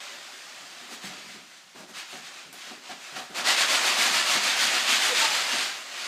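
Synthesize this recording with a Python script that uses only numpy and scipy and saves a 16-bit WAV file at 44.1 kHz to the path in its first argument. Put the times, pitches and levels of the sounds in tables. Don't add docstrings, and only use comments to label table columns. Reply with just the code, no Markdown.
import sys
import numpy as np
from scipy import signal
from scipy.fft import rfft, irfft
from scipy.io import wavfile

SR = 44100
rng = np.random.default_rng(int(sys.argv[2]) if len(sys.argv) > 2 else 0)


def unload_wav(signal):
    wavfile.write(
        sys.argv[1],
        SR,
        np.round(np.clip(np.atleast_2d(signal).T, -1, 1) * 32767).astype(np.int16),
    )


N = 267731
T = np.arange(N) / SR
HZ = np.fft.rfftfreq(N, 1 / SR)


def gain_of(db):
    return 10 ** (np.asarray(db) / 20)


def unit_rms(x):
    return x / np.sqrt(np.mean(x ** 2) + 1e-20)


def curve_db(points):
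    hz, db = np.transpose(points)
    return np.interp(np.log(HZ + 1), np.log(hz + 1), db)


def coloured(x, gain):
    return irfft(rfft(x) * gain, N)


def wobble(rate_hz):
    return unit_rms(coloured(rng.standard_normal(N), 1 / (1 + (HZ / rate_hz) ** 4)))


def slips(per_s, spread_db):
    size = gain_of(spread_db * np.minimum(rng.exponential(1, N), 4.5))
    return unit_rms(size * rng.choice([-1, 1], N) * (rng.random(N) < per_s / SR))


def room_tone(level_db=-54.5):
    # frequency in Hz, spectral level in dB.
    air_colour = [(20, -14), (60, -35), (110, -11.5), (170, -1), (400, -10.5), (1500, 0.5), (6000, -3.5),
                  (15000, -23)]
    return gain_of(level_db) * unit_rms(coloured(rng.standard_normal(N), gain_of(curve_db(air_colour))))


def surface_catch(start_s=2.5285, level_db=-43.5, spray_decay_s=0.022, tick_decay_s=0.00039):
    age = np.maximum(T - start_s, 0)
    envelope = (T >= start_s) * (np.exp(-age / spray_decay_s) + 2 * np.exp(-age / tick_decay_s))
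    bright_band = HZ / (HZ + 1500) / (1 + (HZ / 12000) ** 2)
    spray = unit_rms(coloured(slips(per_s=10000, spread_db=-3), bright_band))
    return gain_of(level_db) * envelope * spray


def case_ring(x, modes):
    body = sum(gain_of(db) / (1 + 1j * (HZ ** 2 - hz ** 2) / (width * HZ + 1e-9))
               for hz, width, db in modes)
    body = body * HZ ** 2 / (HZ ** 2 + 95 ** 2)
    return coloured(x, body / np.sqrt(np.mean(abs(body) ** 2)))


def nudges(rise_s=0.0035, fall_s=0.06):
    # start in seconds, thud level in dB, then deep boom and
    # hollow knock, both in dB against the thud.
    hits = [(.594, -58, -1, -1), (.804, -53.5, -9, -3), (.885, -53, -12, 4), (.913, -46.5, -8, -13),
            (1.034, -49, 5, -11), (1.103, -50, -7, 3.5), (1.167, -52, -4, -4), (1.26, -56.5, 3, -3),
            (1.34, -50.5, -2, -3), (1.747, -51, 2, -17), (1.787, -49, -4, -9), (1.891, -53, -3, -5),
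            (2.125, -46.5, -5.5, 3.5), (2.45, -57, 3, -2), (2.521, -52, -8, 3), (2.667, -54.5, -8, 4),
            (2.701, -44.5, -18, -2), (2.89, -48, -10, 6.5), (3.122, -51, -1, 8), (3.158, -48.5, -3, 13.5),
            (3.293, -44.5, -12, -1), (3.38, -48, -5, 14), (3.981, -40, -15, -10), (4.084, -49, 1, -10),
            (4.347, -37, -8, 2), (4.614, -42, -11, -9), (4.88, -39.5, -17, -4), (5.525, -40, -13, 3)]
    # frequency in Hz, width in Hz, level in dB.
    boom_modes = [(100.5, 11, -5.5), (155.5, 13, -2), (188, 28, 1)]
    thud_modes = [(243, 13, 8), (273.5, 34, 9), (364, 49, 4)]
    knock_modes = [(616, 36, -12), (744, 50, 4), (900, 57, -4), (1200, 360, -5)]
    boom, thud, knock = np.zeros((3, N))
    for start, thud_db, boom_db, knock_db in hits:
        age = np.maximum(T - start, 0)
        push = gain_of(thud_db) * (1 - np.exp(-age / rise_s)) * np.exp(-(age / fall_s) ** 0.97)
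        thud += push ** 2
        boom += (push * gain_of(boom_db)) ** 2
        knock += (push * gain_of(knock_db)) ** 2
    layers = [(boom, boom_modes), (thud, thud_modes), (knock, knock_modes)]
    return sum(case_ring(np.sqrt(power) * slips(per_s=3500, spread_db=1.5), modes)
               for power, modes in layers)


def squeaks():
    # start and length in seconds, first and last pitch in Hz, level in dB.
    glides = [(5.098, 0.05, 508, 475, -34), (5.214, 0.056, 900, 860, -30.5), (5.262, 0.083, 855, 803, -39)]
    out = np.zeros(N)
    waver = 1 + 0.022 * wobble(rate_hz=120)
    tremble_db = 2.0 * wobble(rate_hz=90)
    for start, length, start_hz, end_hz, db in glides:
        progress = np.clip((T - start) / length, 0, 1)
        hz = (start_hz + (end_hz - start_hz) * progress ** 2) * waver
        swell = np.sqrt(4 * progress * (1 - progress)) * gain_of(db + tremble_db)
        out += swell * unit_rms(np.sin(2 * np.pi * np.cumsum(hz) / SR))
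    return out


def smeared(grain, decay_s=0.0008, spots=10):
    spot = rng.integers(spots, size=N)
    spectra = rfft(rng.standard_normal((spots, 512)) * np.exp(-np.arange(512) / SR / decay_s))
    tails = np.roll(irfft(spectra / abs(spectra)), 128, axis=1)
    return unit_rms(sum(signal.oaconvolve(grain * (spot == k), tail)[:N] for k, tail in enumerate(tails)))


def shifting_patch(grain, depth_db=1.45, span_hz=90, span_s=0.06):
    hz, t, spectra = signal.stft(grain, SR, nperseg=1024, noverlap=768)
    per_hz = np.fft.fftfreq(len(hz), hz[1])[:, None]
    per_s = np.fft.fftfreq(len(t), t[1])
    blur = np.exp(-2 * ((per_hz * span_hz) ** 2 + (per_s * span_s) ** 2))
    ripple = unit_rms(np.fft.ifft2(np.fft.fft2(rng.standard_normal(spectra.shape)) * blur).real)
    _, rippled = signal.istft(spectra * gain_of(depth_db * ripple), SR, nperseg=1024, noverlap=768)
    return unit_rms(rippled[:N])


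def rubbing_motion(speed_treble_db=5.5, speed_bass_db=-3.5, dulling_db=-4):
    # time in seconds, level in dB.
    drag = [(0, -43), (.85, -44.5), (1.3, -46), (1.68, -57.5), (2.1, -55), (2.5, -53.5), (2.8, -51),
            (3.22, -41), (3.3, -49.5), (3.55, -27.5), (5.6, -28.5), (5.85, -40.5), (6.07, -35.5)]
    # start and length in seconds, level in dB,
    # crispness (treble) in dB, pressure (low mids) in dB.
    strokes = [(-.2, 0.49, -43.5, -2.6, 4.5), (0.895, .095, -41, 4.8, -3), (1.015, .113, -38.4, 3.5, 2),
               (1.036, 0.28, -45.5, -8, -1), (1.237, 0.2, -47, 1, -2), (1.48, 0.18, -50.5, -2, -3),
               (1.737, 0.15, -47, 3, 11.5), (1.873, 0.075, -49.5, 8, 10.5), (1.926, 0.16, -37.5, 0.5, 0),
               (2.03, 0.27, -41.5, 0, -3), (2.216, .119, -42, 0, -4), (2.247, 0.3, -44, -2, 3),
               (2.525, 0.14, -45.5, 4, 0), (2.56, 0.26, -41.5, -2, -1), (2.811, 0.19, -43.5, -7, 4),
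               (2.893, .06, -42, -11, 6), (2.987, .181, -46.5, 0, 4), (3.147, 0.075, -36, -6, -3),
               (3.339, .115, -30, 1, 5), (3.437, 0.14, -20.5, -0.5, 3), (3.553, 0.13, -21.5, -.6, 0.5),
               (3.668, 0.17, -22.5, 0, 3.5), (3.792, 0.2, -23.5, 0, 3.5), (3.946, 0.2, -21.5, 1.5, 0.5),
               (4.089, 0.18, -23, -0.5, -1), (4.24, 0.19, -22.5, 0.5, -0.5), (4.39, 0.2, -25, -1, 0.5),
               (4.55, 0.2, -22.5, 1, -4), (4.692, .17, -25, -1, 2), (4.849, 0.19, -21, -.9, -8),
               (4.982, 0.18, -22.8, 0, -0.5), (5.125, 0.21, -21, -2, -3.5), (5.278, 0.19, -26, -1, -0.5),
               (5.435, 0.34, -28.6, -5, -9), (5.894, 0.48, -34.5, -5, -1)]
    drag_power = gain_of(np.interp(T, *np.transpose(drag))) ** 2
    whole, treble, bass = np.tile(drag_power, (3, 1))
    for start, length, db, crisp_db, pressure_db in strokes:
        during = (T > start) & (T < start + length)
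        progress = (T[during] - start) / length
        speed = abs(np.sin(np.pi * progress ** 0.8)) ** 1.31
        power = (gain_of(db) * speed) ** 2
        edge_db = crisp_db + speed_treble_db * (speed - 0.9) + dulling_db * (progress - 0.5)
        whole[during] += power
        treble[during] += power * gain_of(edge_db) ** 2
        bass[during] += power * gain_of(pressure_db + speed_bass_db * speed) ** 2
    return 10 * np.log10([whole, treble / whole, bass / whole])


def scrape(firm_above_db=-41, firm_range_db=12):
    # frequency in Hz, spectral level in dB.
    light_colour = [(29, -82), (50, -61), (91, -41), (169, -37), (231, -11.5), (315, -12.5), (347, -8),
                    (462, -12.5), (601, -5.5), (661, -6), (782, -4), (860, -6), (2580, -6), (7580, -9.5),
                    (15200, -16)]
    hard_colour = [(29, -77), (50, -51.5), (242, -14.5), (451, -13), (485, -12.5), (661, -5.5), (820, -5.5),
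                   (902, -3), (970, -5), (1350, -2), (2580, -0.5), (4810, -2.5), (7220, -8.5), (12200, -23),
                   (15200, -31)]
    # frequency in Hz, width in Hz, gain in dB.
    port_bands = [(457, 19, -8.5), (790, 47, 0), (875, 85, -3.5), (1200, 86, 0), (1880, 140, 1),
                  (2600, 73, 1), (5080, 1100, 2), (5390, 1280, -4), (8550, 360, 1.5), (10300, 1450, -2)]
    port_db = sum(db * np.exp(-(2 * (HZ - hz) / width) ** 2) for hz, width, db in port_bands)
    level_db, crisp_db, pressure_db = rubbing_motion()
    low_shelf = 1 / (1 + (HZ / 1050) ** 6)
    top_shelf = 1 / (1 + (8800 / (HZ + 1)) ** 6)

    def contact(colour, grain, low_db, top_db):
        grain = shifting_patch(smeared(grain))
        eq_db = curve_db(colour) + port_db + low_db * low_shelf + top_db * top_shelf
        rub = unit_rms(coloured(grain, gain_of(eq_db)))
        weight = coloured(rub, low_shelf) * (gain_of(pressure_db) - 1)
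        edge = coloured(rub, top_shelf) * (gain_of(crisp_db) - 1)
        return rub + weight + edge

    light = contact(light_colour, slips(per_s=14000, spread_db=-0.5), low_db=-3.0, top_db=-15.5)
    hard = contact(hard_colour, slips(per_s=9000, spread_db=1.0), low_db=2.3, top_db=1.3)
    firmness = np.clip((level_db - firm_above_db) / firm_range_db, 0, 1)
    return gain_of(level_db) * (np.sqrt(1 - firmness) * light + np.sqrt(firmness) * hard)


def scene():
    sound = scrape() + nudges() + squeaks() + surface_catch() + room_tone()
    return np.array([sound, sound])


def record(dry, bass_cut_hz=65, top_cut_hz=15350):
    thinned = signal.sosfilt(signal.butter(2, bass_cut_hz, "highpass", fs=SR, output="sos"), dry)
    lowpass = signal.firwin(1023, top_cut_hz, window=("kaiser", 9), fs=SR)
    return signal.oaconvolve(thinned, lowpass[None], "same")


dry = scene()
out = record(dry)
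unload_wav(out)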